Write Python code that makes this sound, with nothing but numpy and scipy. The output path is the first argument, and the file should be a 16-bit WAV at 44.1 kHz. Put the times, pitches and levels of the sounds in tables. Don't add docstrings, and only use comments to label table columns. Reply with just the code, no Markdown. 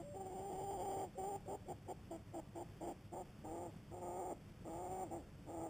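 import sys
import numpy as np
from scipy import signal
from scipy.fft import rfft, irfft, next_fast_len
from scipy.io import wavfile
from scipy.ndimage import uniform_filter1d

SR = 44100
rng = np.random.default_rng(int(sys.argv[2]) if len(sys.argv) > 2 else 0)


def waveform_to_disk(signal):
    frames = np.transpose(np.atleast_2d(signal))
    scaled = np.clip(frames, -1, 1) * 32767
    samples = np.round(scaled).astype(np.int16)
    wavfile.write(sys.argv[1], SR, samples)


N = 250929


def gain_of(db):
    return 10 ** (np.asarray(db) / 20)


def evened(x):
    return x / np.sqrt(np.mean(x ** 2) + 1e-20)


def read_curve(points, hz):
    f, value = np.transpose(points)
    return np.interp(np.log(hz + 1), np.log(f + 1), value)


def add(mix, start, sound):
    part = mix[max(round(start * SR), 0):][:len(sound)]
    part += sound[:len(part)]


def wander(size, rate_hz):
    padded = next_fast_len(size + SR // 4)
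    hz = np.fft.rfftfreq(padded, 1 / SR)
    spectrum = rfft(rng.standard_normal(padded)) / (1 + (hz / rate_hz) ** 4)
    return evened(irfft(spectrum, padded))[:size]


def colour(x, points, size=4096):
    log_gain = np.log(gain_of(read_curve(points, abs(np.fft.fftfreq(size, 1 / SR)))))
    taps = np.fft.ifft(np.exp(np.conj(signal.hilbert(log_gain)))).real
    return signal.fftconvolve(x, taps[:size // 2])[:len(x)]


def resonate(x, hz, width_hz):
    edges = [hz - width_hz / 2, hz + width_hz / 2]
    return signal.sosfilt(signal.butter(3, edges, "band", fs=SR, output="sos"), x)


def strength(x, size):
    return np.sqrt(abs(uniform_filter1d(uniform_filter1d(x ** 2, size), size)) + 1e-12)


def bumps(events, t, length_s):
    return sum(height * np.cos(np.pi * np.clip((t - s) / length_s, -.5, .5)) ** 2 for s, height in events)


def yard(air_db=-57.42, swell_db=0.82, hum_hz=103, hum_db=-66):
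    # f/Hz, relative level/dB
    rumble_curve = [(12, -95), (20, -14), (59, -11), (98, -9.5), (138, -8.5), (200, -9.5), (218, -13),
                    (260, -20.5), (290, -15), (309, -19.5), (957, -31), (1540, -34), (2090, -35.5),
                    (2600, -36), (3600, -37), (4680, -42.5), (7920, -120)]
    hz, t = np.fft.rfftfreq(N, 1 / SR), np.arange(N) / SR
    air = evened(irfft(rfft(rng.standard_normal(N)) * gain_of(read_curve(rumble_curve, hz)), N))
    swell = evened(sum(np.sin(2 * np.pi * (f * t + rng.random())) for f in np.geomspace(.5, 14, 20)))
    hum = evened(resonate(rng.standard_normal(N), hum_hz, width_hz=8.0))
    return gain_of(air_db + swell_db * swell) * air + gain_of(hum_db) * hum


def breath(start, length, effort_db, swell_db, hz, climb_hz, release, rough, doubling, opening_db):
    attack_s, quiet_db, fade_power = 0.013, -27, 0.79
    scoop_hz, scoop_s, arch_hz, sag_hz_per_s, drift_hz = 17.4, 0.0257, 9.77, 2200, 7.5
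    closed_db, open_per_db, shut_db, shut_s = -10, 0.7, -11.5, 0.025
    age = np.arange(max(-start, 0), length + release, 1 / SR)
    progress, after_s = np.minimum(age / length, 1), np.maximum(age - length, 0)
    attack_left, shut = np.maximum(1 - age / attack_s, 0), np.minimum(after_s / shut_s, 1)
    lacking_db = swell_db * (1 - progress) ** 2
    level_db = effort_db - lacking_db + quiet_db * (attack_left ** 2 + (after_s / release) ** fade_power)
    pitch = hz + climb_hz * (progress - .5) + arch_hz * (np.sin(np.pi * progress) - 2 / np.pi)
    pitch -= scoop_hz * np.exp(-age / scoop_s) + sag_hz_per_s * after_s
    pitch += drift_hz * wander(len(age), rate_hz=16)
    beak_db = opening_db - open_per_db * lacking_db + closed_db * attack_left + shut_db * shut
    return max(start, 0), (level_db, pitch, rough, doubling * (1 - shut), beak_db)


def voice_box(hz, rough, doubling, jitter=0.058, waver=0.0156, smear_radians=1.05, rasp=.4, leak=.2):
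    size = len(hz)
    rough = np.clip(rough * (1 + 0.11 * wander(size, rate_hz=25)), 0, 1)
    unsteady = 1 + waver * wander(size, rate_hz=49) + jitter * rough ** 2 * wander(size, rate_hz=262)
    cycles = np.cumsum(hz * unsteady) / SR
    pulses = np.zeros(size)
    for k in range(1, 22):
        flutter = smear_radians * rough * min(k / 4, 1) * wander(size, rate_hz=130)
        weight = doubling * gain_of(-1) if k % 2 else 1
        pulses += weight * np.cos(np.pi * k * cycles + flutter)
    puffs = 7 * evened(rng.standard_normal(size) * (1.3 + np.cos(2 * np.pi * cycles)))
    return pulses + (rasp * rough ** 2 + leak) * puffs


def beak_ring(source, t):
    # f/Hz, width/Hz, relative level/dB with a slack throat, the same with a tight one
    bands = [(1217, 98, -13, -23), (2097, 360, -27.5, -28.5), (3136, 420, -41, -23)]
    # t/s, tightness/0-1
    tightness = [(0, 0.6), (.7, 0.95), (1.3, 0.7), (2.1, 0.82), (2.85, 0.78), (3.2, 0.2), (3.5, 0.17),
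                 (4.1, 0), (5.69, 0)]
    tension = np.interp(t, *np.transpose(tightness))
    return sum(gain_of(slack + (tight - slack) * tension) * resonate(source, hz, width)
               for hz, width, slack, tight in bands)


def hen_call(row, split_hz=600, limit_db=-43.5, flutter_db=1.08):
    # t/s, level change/dB
    throbs = [(.168, 5), (.212, 6), (.266, 3.5), (.38, 3.5), (.775, -2), (3.47, 0), (3.95, 1.5),
              (4.003, -4.5), (4.667, 0), (4.7, -2.5), (5.492, 3), (5.517, 0.5)]
    # t/s, added roughness/0-1
    breaks = [(.25, .4), (.31, .3), (.41, .3), (.51, .35), (.553, .35), (.612, .6), (.725, .5), (.835, .7),
              (.925, .6), (.975, .55), (1.01, .55), (1.04, .55), (2.87, .35), (3.15, .6), (3.465, .4),
              (3.935, .35), (4.275, .3), (4.325, .4), (4.675, .5), (5.485, .5), (5.515, .5), (5.67, .5)]
    # t/s, added doubling/0-1, jump/Hz
    cracks = [(0.679, 0, -13.5), (0.799, .7, -28), (3.191, 0.85, 18.5), (4.04, 0.5, -7.5), (4.18, 0.2, 5.5),
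              (5.01, 0, 19.5)]
    # f/Hz, gain/dB
    throat = [(70, -36), (170, -13.5), (260, 6.5), (370, 6), (470, 5.5), (680, -0.5), (810, 5.5),
              (900, -3.5), (1020, -23), (1550, -30.5), (2600, -44.5), (3800, -43)]
    start, (effort_db, hz, rough, doubling, opening_db) = breath(*row)
    t = start + np.arange(len(hz)) / SR
    throb_db = bumps(throbs, t, length_s=.04)
    rough = rough + bumps(breaks, t, length_s=.05)
    hz = hz + bumps([(s, jump) for s, _, jump in cracks], t, length_s=.09)
    doubling = doubling + bumps([(s, more) for s, more, _ in cracks], t, length_s=.09)
    source = voice_box(hz, np.clip(rough, 0, 1), np.clip(doubling, 0, 1))
    voice = colour(source, throat)
    ring = beak_ring(source, t) * gain_of(1 + 0.1 * (effort_db.max() - effort_db))
    low = signal.sosfiltfilt(signal.butter(4, split_hz, fs=SR, output="sos"), voice)
    voice = low + gain_of(opening_db + throb_db - 0.5) * (voice - low + ring)
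    level_db = np.minimum(effort_db + throb_db, limit_db) + flutter_db * wander(len(hz), rate_hz=45)
    return start, voice / strength(voice, size=220) * gain_of(level_db)


def echo(x, bounces_per_s=2000, delay_s=.006):
    # f/Hz, time to fade by 60 dB/s
    fade_times = [(250, 0.36), (800, 0.29), (3500, 0.06)]
    size = SR // 2
    bounces = rng.standard_normal(size) * (rng.random(size) < bounces_per_s / SR)
    bounces *= np.arange(size) > delay_s * SR
    hz, t, spectrum = signal.stft(bounces, SR, nperseg=256)
    fade = gain_of(-60 * t / read_curve(fade_times, hz)[:, None])
    tail = signal.istft(spectrum * fade, SR, nperseg=256)[1]
    return signal.fftconvolve(x, tail / np.linalg.norm(tail))[:N]


def whine(start, length, level_db, top_hz, slide_hz=103, rise_s=0.0115, waver=0.0089):
    overtone_db, onset_db = -32, -4
    rise_left = np.exp(-np.arange(0, length, 1 / SR) / rise_s)
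    hz = top_hz - slide_hz * rise_left
    phase = 2 * np.pi * np.cumsum(hz * (1 + waver * wander(len(hz), rate_hz=55))) / SR
    tone = evened(np.sin(phase) + gain_of(overtone_db) * np.sin(2 * phase))
    return start, tone * gain_of(level_db + onset_db * rise_left) * signal.windows.tukey(len(hz), .15)


def scene(echo_db=-25):
    # t/s, length/s, level/dB, swell up to that level/dB, f/Hz, pitch climb/Hz, fade/s,
    # roughness (capped at 1), period doubling/0-1, lift of the upper voice by the open beak/dB
    calls = [ (-.012, 0.031, -50.5, -3, 360, 10, 0.019, 0, 0, 5.5),
             (.134, .918, -44, 10, 387.5, 8, .055, .41, 0.33, 7.5),
             (1.172, 0.19, -44.5, 0, 392.7, 17, 0.031, 0.4, 0.34, 6),
             (1.473, 0.0813, -46, 0, 403.6, 26.5, .016, 1.17, 0.7, 5.5),
             (1.677, 0.048, -45, 2.5, 366.7, -22, .02, 0.81, 0.06, 6),
             (1.877, 0.047, -45, 2, 362.7, -16, 0.019, 1, 0.23, 8.5),
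             (2.103, .06, -49, -4.5, 345.7, -26.5, .025, 0.39, 0, 6),
             (2.331, 0.07, -47.5, -2, 337, -46.5, 0.014, 0.63, .15, 6),
             (2.548, 0.081, -48, 1, 339.7, -14.5, 0.019, 0.71, 0.2, 5.5),
             (2.803, 0.12, -46.5, 0, 338.3, 6, 0.023, 0.71, 0.15, 6),
             (3.117, 0.1057, -48, -1, 352.3, -5, 0.023, 0.46, 0.27, 7),
             (3.433, .236, -47.5, 3, 337.5, 49.5, .09, 0.55, 0.68, 5.5),
             (3.908, .42, -45, 7, 356.2, -3.5, .028, 0.5, 0.64, 7.5),
             (4.641, .396, -45.5, 5, 351.5, 34.5, 0.15, 0.4, 0.6, 8.5),
             (5.102, .07, -46.5, 1, 348.5, -1, 0.11, 0.5, 0.3, 6),
             (5.46, 0.21, -46, 9, 337, 14.5, 0.082, 0.37, 0.42, 7.5), ]
    # t/s, length/s, level/dB, final f/Hz
    whines = [(0.019, .15, -54.5, 579), (1.152, 0.048, -55.5, 563), (1.459, 0.023, -54.5, 605),
              (1.657, 0.023, -59, 593), (1.863, 0.017, -60, 590), (2.317, 0.016, -65, 610)]
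    hen = np.zeros(N)
    for row in calls:
        add(hen, *hen_call(row))
    for row in whines:
        add(hen, *whine(*row))
    mono = hen + gain_of(echo_db) * echo(hen) + yard()
    return np.array([mono, mono])


def record(dry, band_hz=3880, hold_hz=8000, hiss_db=-80, top_hz=15420):
    narrow = signal.oaconvolve(dry, signal.firwin(101, band_hz, fs=SR)[None], "same")
    slow = signal.resample_poly(narrow, hold_hz, SR, axis=1, window=("kaiser", 3))
    held = signal.resample_poly(np.repeat(slow, 6, axis=1), SR, 6 * hold_hz, axis=1)[:, :N]
    # f/Hz, relative level/dB
    hiss_curve = [(30, 2.5), (150, 10.0), (400, -11), (2500, -2), (4200, -11), (5500, -6), (7000, -43)]
    hiss = np.array([evened(colour(noise, hiss_curve)) for noise in rng.standard_normal((2, N))])
    treble_cut = signal.firwin(1023, top_hz, window=("kaiser", 9), fs=SR)
    return signal.oaconvolve(held + gain_of(hiss_db) * hiss, treble_cut[None], "same")


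dry = scene()
out = record(dry)
waveform_to_disk(out)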